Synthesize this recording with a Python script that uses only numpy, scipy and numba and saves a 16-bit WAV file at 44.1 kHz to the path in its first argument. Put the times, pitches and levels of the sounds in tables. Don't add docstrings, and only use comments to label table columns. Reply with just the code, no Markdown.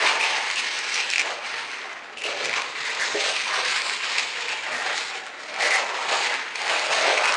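import sys
import numpy as np
from scipy import signal
from scipy.fft import rfft, irfft
from scipy.io import wavfile
from scipy.ndimage import uniform_filter1d
from numba import njit

SR = 44100
rng = np.random.default_rng(int(sys.argv[2]) if len(sys.argv) > 2 else 0)


def generate_wav(sig):
    pcm = np.round(np.clip(np.atleast_2d(sig).T, -1, 1) * 32767).astype(np.int16)
    wavfile.write(sys.argv[1], SR, pcm)


N = 324748

# f/Hz, relative level/dB
HUSH_SPECTRUM = [(30, -17), (100, -13), (150, -10), (400, 7.5), (2000, -12.5), (6000, -50), (12000, -47)]
# f/Hz, width/Hz, relative level/dB
RUMBLE_MODES = [(255.6, 72, 4.0), (151.5, 41, -2.5), (92, 93, -17.0)]
# t/s, drive level/dB
TUBE_SWINGS = [(2.44, -46), (4.74, -44)]
# full grip t/s, hold/s, level/dB, tube air level/dB, scratch level/dB,
# squeezed bubble f/Hz, tube air f/Hz. Air and scratch levels are relative to the bubble's ring.
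HAND_STROKES = [(0.043, 0.022, -17.5, -3, -4.5, 2140, 890), (0.25, 0.013, -22, -4, -5, 2360, 970),
                (0.368, 0.096, -25.5, -3, -2, 2110, 930), (0.582, 0.075, -27, -7.5, -1, 2400, 920),
                (0.742, 0.19, -26.5, -9, 0.5, 2130, 870), (0.95, 0.089, -27, -9, -3.5, 2270, 930),
                (1.106, 0.076, -31, -17, 1, 2400, 840), (1.183, 0.011, -29.5, -4, -5, 2200, 864),
                (1.264, 0, -29, 1, -3, 2260, 680), (1.465, 0.13, -28.5, -6.5, -4.5, 2030, 800),
                (1.735, 0.011, -31.5, -7, -5, 2000, 1000), (1.84, 0.093, -36.5, -2, -10, 1790, 734),
                (2.042, 0, -38.5, -3, -11, 1820, 740), (2.287, 0.021, -25.5, -1, -3.5, 2190, 630),
                (2.406, 0.062, -27.5, -2, -1.5, 2150, 477), (2.563, 0, -24.5, -3, -2, 2140, 1020),
                (2.798, 0.13, -29.5, -6.5, -2.5, 1970, 1020), (2.887, 0.0027, -30.5, 6, -6, 2130, 880),
                (3.02, 0.056, -24.5, -4.5, 3, 1880, 1060), (3.202, 0.069, -23, -4, 1, 2340, 680),
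                (3.365, 0.047, -24.5, -8, -1, 2350, 1080), (3.54, 0.031, -23.5, -2.5, -0.5, 2140, 1140),
                (3.691, 0.041, -21.5, -9, -0.5, 2080, 1070), (3.865, 0.043, -27, -5.5, 0.5, 2260, 1030),
                (4.046, 0.11, -25.5, -6.5, -1.5, 2350, 1020), (4.187, 0, -25, -7.5, 1, 2250, 850),
                (4.373, 0.067, -28.5, -5, -3.5, 2220, 950), (4.51, 0, -26, -7.5, -5, 2260, 930),
                (4.673, 0.32, -29.5, -3.5, -7, 1980, 745), (4.84, 0.049, -30.5, -8, -1, 1920, 895),
                (4.965, 0, -26, -9, 3.5, 1980, 905), (5.123, 0.007, -33.5, -2.5, -7, 2030, 770),
                (5.3, 0, -38, -2.5, -6, 1800, 820), (5.41, 0.25, -35, -4.5, -2.5, 1790, 605),
                (5.62, 0.04, -22, -1, -3, 2030, 710), (5.742, 0.081, -24.5, 0.5, -3.5, 1980, 963),
                (5.962, 0.096, -28, -1.5, -2, 2170, 900), (6.122, 0.001, -20.5, -0.5, 0, 2290, 804),
                (6.233, 0.04, -25, -3, -2, 2320, 940), (6.323, 0.0084, -27, -9, -11, 1770, 860),
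                (6.602, 0.062, -28.5, -0.5, -2.5, 2150, 800), (6.733, 0.03, -21.5, -2.5, -2, 2130, 640),
                (6.926, 0.15, -21.5, -0.5, -0.5, 2080, 643), (7.059, 0.049, -21, 2.5, -3, 2240, 630),
                (7.267, 0.045, -22.5, 4, 0, 2150, 1010)]
# f/Hz, width/Hz, relative level/dB
AIR_MODES = [(456, 88, -9), (646, 780, 0), (1112, 1040, 4.5)]
# f/Hz, width/Hz, relative level/dB
RUBBER_MODES = [(4110, 1700, 8), (5080, 1450, 1), (6470, 1400, 1.5), (7920, 1940, -3.5)]
# t/s, length/s, f/Hz, level/dB
TWIST_SQUAWKS = [(0.2, 0.046, 2450, -26), (0.56, 0.045, 2650, -28), (0.928, 0.03, 5800, -33),
                 (2.171, 0.045, 2700, -37), (2.236, 0.03, 2800, -29), (2.85, 0.06, 1900, -33),
                 (2.997, .04, 1780, -26), (3.532, 0.044, 1550, -32.5), (4.72, 0.11, 1830, -33),
                 (5.605, 0.07, 1950, -24), (5.706, 0.06, 2050, -22.5), (6.555, 0.005, 2480, -31),
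                 (6.91, 0.016, 2620, -27), (7.235, 0.014, 2560, -24), (7.272, 0.025, 2520, -25)]
# t/s, ring level/dB, crack level/dB relative to the ring
LOUD_SNAPS = [(0.2094, -13, -15), (0.2393, -13, -9), (0.5009, -11, -7), (0.512, -22, 3), (0.5585, -22, 5),
              (0.5983, -17, -3), (0.7895, -20, 1), (0.9205, -17, -8), (0.9435, -19, 4), (0.9573, -16, 0),
              (0.9655, -15, -3), (0.977, -15, -8), (0.9876, -13, -8), (1.0015, -15, -3), (1.0102, -17, -3),
              (1.1012, -23, 11), (1.1121, -29, 11), (1.1287, -17, -6), (1.1356, -9, -10), (1.1586, -8, -10),
              (1.1612, -16, -3), (1.181, -9, -5), (1.1944, -8, -5), (1.1978, -10, -7), (1.2011, -11, -7),
              (1.2046, -15, -5), (1.2112, -12, -7), (1.2165, -14, -7), (1.7156, -33, 8), (1.9306, -40, 9),
              (2.1724, -30, -4), (2.2197, -20, -5), (2.448, -20, 3), (2.4561, -21, 4), (2.4946, -15, -6),
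              (2.5297, -15, -10), (2.5387, -13, -9), (2.619, -18, -1), (2.9493, -25, 6), (3.6508, -21, 5),
              (3.7127, -15, -10), (3.8184, -18, 2), (3.8963, -15, -8), (4.1828, -9, -3), (4.1858, -12, -8),
              (4.1948, -17, 0), (4.4834, -16, -10), (4.4905, -22, 3), (4.9784, -17, -1), (5.265, -33, 7),
              (5.541, -22, -6), (5.562, -19, -8), (6.3407, -14, -7), (6.5568, -21, 2), (6.6175, -19, 1),
              (6.679, -17, -3), (6.7947, -22, 4), (7.1407, -12, -7), (7.1758, -11, -8), (7.1793, -14, -8),
              (7.1872, -12, -9), (7.2557, -11, -3), (7.3229, -25, 10), (7.341, -25, 10)]
# t/s, push level/dB
END_BUMPS = [(2.245, -31.5), (3.144, -19)]
# f/Hz, relative level/dB, time to fade by 60 dB (in seconds)
BUMP_MODES = [(416, -0.5, 0.28), (557, -4, .12), (635, -2, 0.12), (333, -5, 0.11)]


def gain(db):
    return 10 ** (np.asarray(db) / 20)


def at_level(x, db):
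    return x * gain(db) / np.sqrt(np.mean(x ** 2))


def wander(per_s):
    hold = int(SR / per_s)
    steps = np.repeat(rng.standard_normal(N // hold + 1), hold)
    return 1.59 * uniform_filter1d(steps, hold)[:N]


@njit
def resonate(x, hz, width_hz):
    out, band, low = np.empty(len(x)), 0., 0.
    for i in range(len(x)):
        tuning, damping = np.tan(np.pi * hz[i] / SR), width_hz / hz[i]
        swing = (band + tuning * (x[i] - low)) / (1 + tuning * (tuning + damping))
        band, low = 2 * swing - band, low + 2 * tuning * swing
        out[i] = damping * swing
    return out


def resonate_twice(x, hz, width_hz):
    return resonate(resonate(x, hz, width_hz), hz, width_hz)


def flip_signs(x):
    return x * np.sign(rng.random(N) - .5)


def ring_modes(x, modes, flicker_db):
    out = np.zeros(N)
    for hz, width, db in modes:
        strength = gain(db + flicker_db * wander(18)) / np.sqrt(width)
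        out += strength * resonate_twice(flip_signs(x), hz * (1 + .03 * wander(4.6)), width)
    return out


def hush():
    hz, db = np.transpose(HUSH_SPECTRUM)
    bin_hz = np.fft.rfftfreq(N, 1 / SR) + 1
    tone = gain(np.interp(np.log(bin_hz), np.log(hz), db))
    return at_level(irfft(rfft(rng.standard_normal(N)) * tone, N), db=-51)


def rumble(rub_db, rise_s=.04, fall_s=.077):
    t = np.arange(N) / SR
    swells = sum(gain(db) * np.exp(np.minimum((t - s) / rise_s, (s - t) / fall_s))
                 for s, db in TUBE_SWINGS)
    drive = gain(-66) + gain(rub_db - 32.5) + swells
    noise = ring_modes(rng.standard_normal(N), RUMBLE_MODES, flicker_db=2.3)
    return drive * at_level(noise, db=-5)


def strokes(rise_db_per_s=150, fall_db_per_s=61.5, brighten_db_per_s=80):
    t = np.arange(0, N + 64, 64) / SR
    grip_s, hold_s, db, tube_db, scratch_db, ring_hz, tube_hz = np.transpose(HAND_STROKES)[:, :, None]
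    before = np.maximum(grip_s - t, 0)
    after = np.maximum(t - grip_s - hold_s, 0)
    power = gain(db - rise_db_per_s * before - fall_db_per_s * after) ** 2
    share = power ** 2 / np.sum(power ** 2, axis=0)
    scratch_db = scratch_db - brighten_db_per_s * before
    curves = [10 * np.log10(np.sum(power, axis=0))]
    curves += [np.sum(share * column, axis=0) for column in (tube_db, scratch_db, ring_hz, tube_hz)]
    return [np.interp(np.arange(N) / SR, t, curve) for curve in curves]


def jerks(per_s=60, fall_s=.012):
    kicks = (rng.random(N) < per_s / SR) * rng.random(N)
    steps = signal.lfilter([1], [1, -np.exp(-1 / (fall_s * SR))], kicks)
    return (steps - np.mean(steps)) / np.std(steps)


def slips(per_s, spread_db):
    chance, push, luck = rng.random((N, 3)).T
    size = np.minimum(-np.log(1 - luck), 5)
    return (chance < per_s / SR) * (push - .5) * gain(spread_db * size)


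def rustle(rub_db, tube_db, scratch_db, ring_hz, tube_hz):
    grip = gain(.9 * jerks() + .69 * wander(100))
    coarse = grip * slips(per_s=6000, spread_db=1.53)
    fine = grip * slips(per_s=8000, spread_db=1.76) * gain(.69 * wander(32))
    creak = resonate_twice(coarse, ring_hz * (1 + .05 * wander(14)), width_hz=440.)
    high_rasp = resonate_twice(fine + .5 * coarse, 1.134 * ring_hz, width_hz=1560.)
    low_rasp = resonate_twice(coarse, .84 * ring_hz, width_hz=1090.)
    bubble = at_level(creak + 1.05 * high_rasp + 1.35 * low_rasp, db=-.51)
    squeeze = np.sqrt(grip) * slips(per_s=4000, spread_db=1.53) + .2 * coarse
    groan = resonate_twice(squeeze, tube_hz * (1 + .05 * wander(12)), width_hz=300.)
    air = at_level(ring_modes(squeeze, AIR_MODES, flicker_db=2.2) + gain(-21) * groan, db=-.4)
    scratch = at_level(ring_modes(fine, RUBBER_MODES, flicker_db=.8), db=-4)
    mix = bubble + gain(tube_db) * air + gain(scratch_db) * scratch
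    mix /= np.sqrt(1 + gain(tube_db) ** 2 + gain(scratch_db) ** 2)
    bass_cut = signal.butter(4, 313, "high", fs=SR, output="sos")
    return signal.sosfilt(bass_cut, gain(rub_db) * mix)


def squawks(fall_s=.009):
    t = np.arange(N) / SR
    start_s, length_s, hz, db = np.transpose(TWIST_SQUAWKS)
    latest = np.maximum(np.searchsorted(start_s, t) - 1, 0)
    age = t - start_s[latest]
    loudness = gain(db[latest]) * (age > 0) * np.exp(-np.maximum(age - length_s[latest], 0) / fall_s)
    coarse = slips(per_s=3000, spread_db=1.5)
    treble = sum(gain(mode_db) * resonate(flip_signs(coarse), np.full(N, float(mode_hz)), float(width))
                 for mode_hz, width, mode_db in RUBBER_MODES)
    squeal = resonate_twice(coarse, hz[latest], width_hz=450.)
    return loudness * (at_level(squeal, db=0) + at_level(treble, db=-7))


def dry_ticks(treble_db, per_s=3, crack_db=5):
    when, size = rng.random((int(per_s * N / SR), 2)).T
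    return [(sample / SR, treble_db[int(sample)] + offset_db, crack_db)
            for sample, offset_db in zip(when * N, 6 * size - 7)]


def snaps(rows, ring_hz, rise_s=.0007, crack_s=.0006, samples=400):
    out, t = np.zeros(N + samples), np.arange(samples) / SR
    shape = (t / rise_s * np.exp(1 - t / rise_s)) ** 2
    bursts = rng.standard_normal((len(rows), samples)) * t * np.exp(-t / crack_s)
    cracks = signal.sosfilt(signal.butter(2, (3000, 6600), "band", fs=SR, output="sos"), bursts)
    for (start_s, db, crack_db), crack in zip(rows, cracks):
        i = int(start_s * SR)
        hz = ring_hz[i] * (.93 + 110 * t)
        ring = shape * np.sin(2 * np.pi * np.cumsum(hz) / SR)
        out[i:i + samples] += gain(db) * (ring + gain(crack_db) * crack / np.max(np.abs(crack)))
    return out[:N]


def bumps(rise_s=.004):
    t = np.arange(SR // 2) / SR
    ring = sum(gain(db - 60 * t / fade_s) * np.sin(2 * np.pi * hz * t) for hz, db, fade_s in BUMP_MODES)
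    ring *= 1 - np.exp(-t / rise_s)
    pushes = np.zeros(N)
    for start_s, db in END_BUMPS:
        pushes[int(start_s * SR)] = gain(db)
    return signal.fftconvolve(pushes, ring)[:N]


def room(sound, fade_s=.3, gap_s=.003, echo_db=-10, places=24):
    t = np.arange(SR // 2) / SR
    noise = rng.standard_normal((places, len(t)))
    dull = signal.sosfilt(signal.butter(1, 5000, fs=SR, output="sos"), noise)
    fade = gain(-60 * t / fade_s)
    tails = (dull * fade + (noise - dull) * fade ** 2) * (t > gap_s)
    place, hop = np.linspace(0, places - 1, N), N // (places - 1)
    echoes = np.zeros(N + len(t))
    for k, tail in enumerate(tails):
        start, end = max((k - 1) * hop, 0), min((k + 1) * hop, N)
        share = np.cos(np.pi / 2 * np.clip(place[start:end] - k, -1, 1))
        tail = tail / np.sqrt(np.sum(tail ** 2))
        echoes[start:end + len(t) - 1] += signal.fftconvolve(sound[start:end] * share, tail)
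    return sound + gain(echo_db) * echoes[:N]


def scene():
    rub_db, tube_db, scratch_db, ring_hz, tube_hz = strokes()
    rubbing = rustle(rub_db, tube_db, scratch_db, ring_hz, tube_hz)
    snapping = snaps(LOUD_SNAPS + dry_ticks(rub_db + scratch_db), ring_hz)
    balloon = rubbing + squawks() + snapping + bumps()
    return (room(balloon) + rumble(rub_db) + hush())[None]


def record(dry, fade_hz=10070, top_hz=11900):
    faded = signal.sosfilt(signal.butter(9, fade_hz, fs=SR, output="sos"), dry)
    return signal.sosfilt(signal.ellip(8, .2, 20, top_hz, fs=SR, output="sos"), faded)


dry = scene()
out = record(dry)
generate_wav(out)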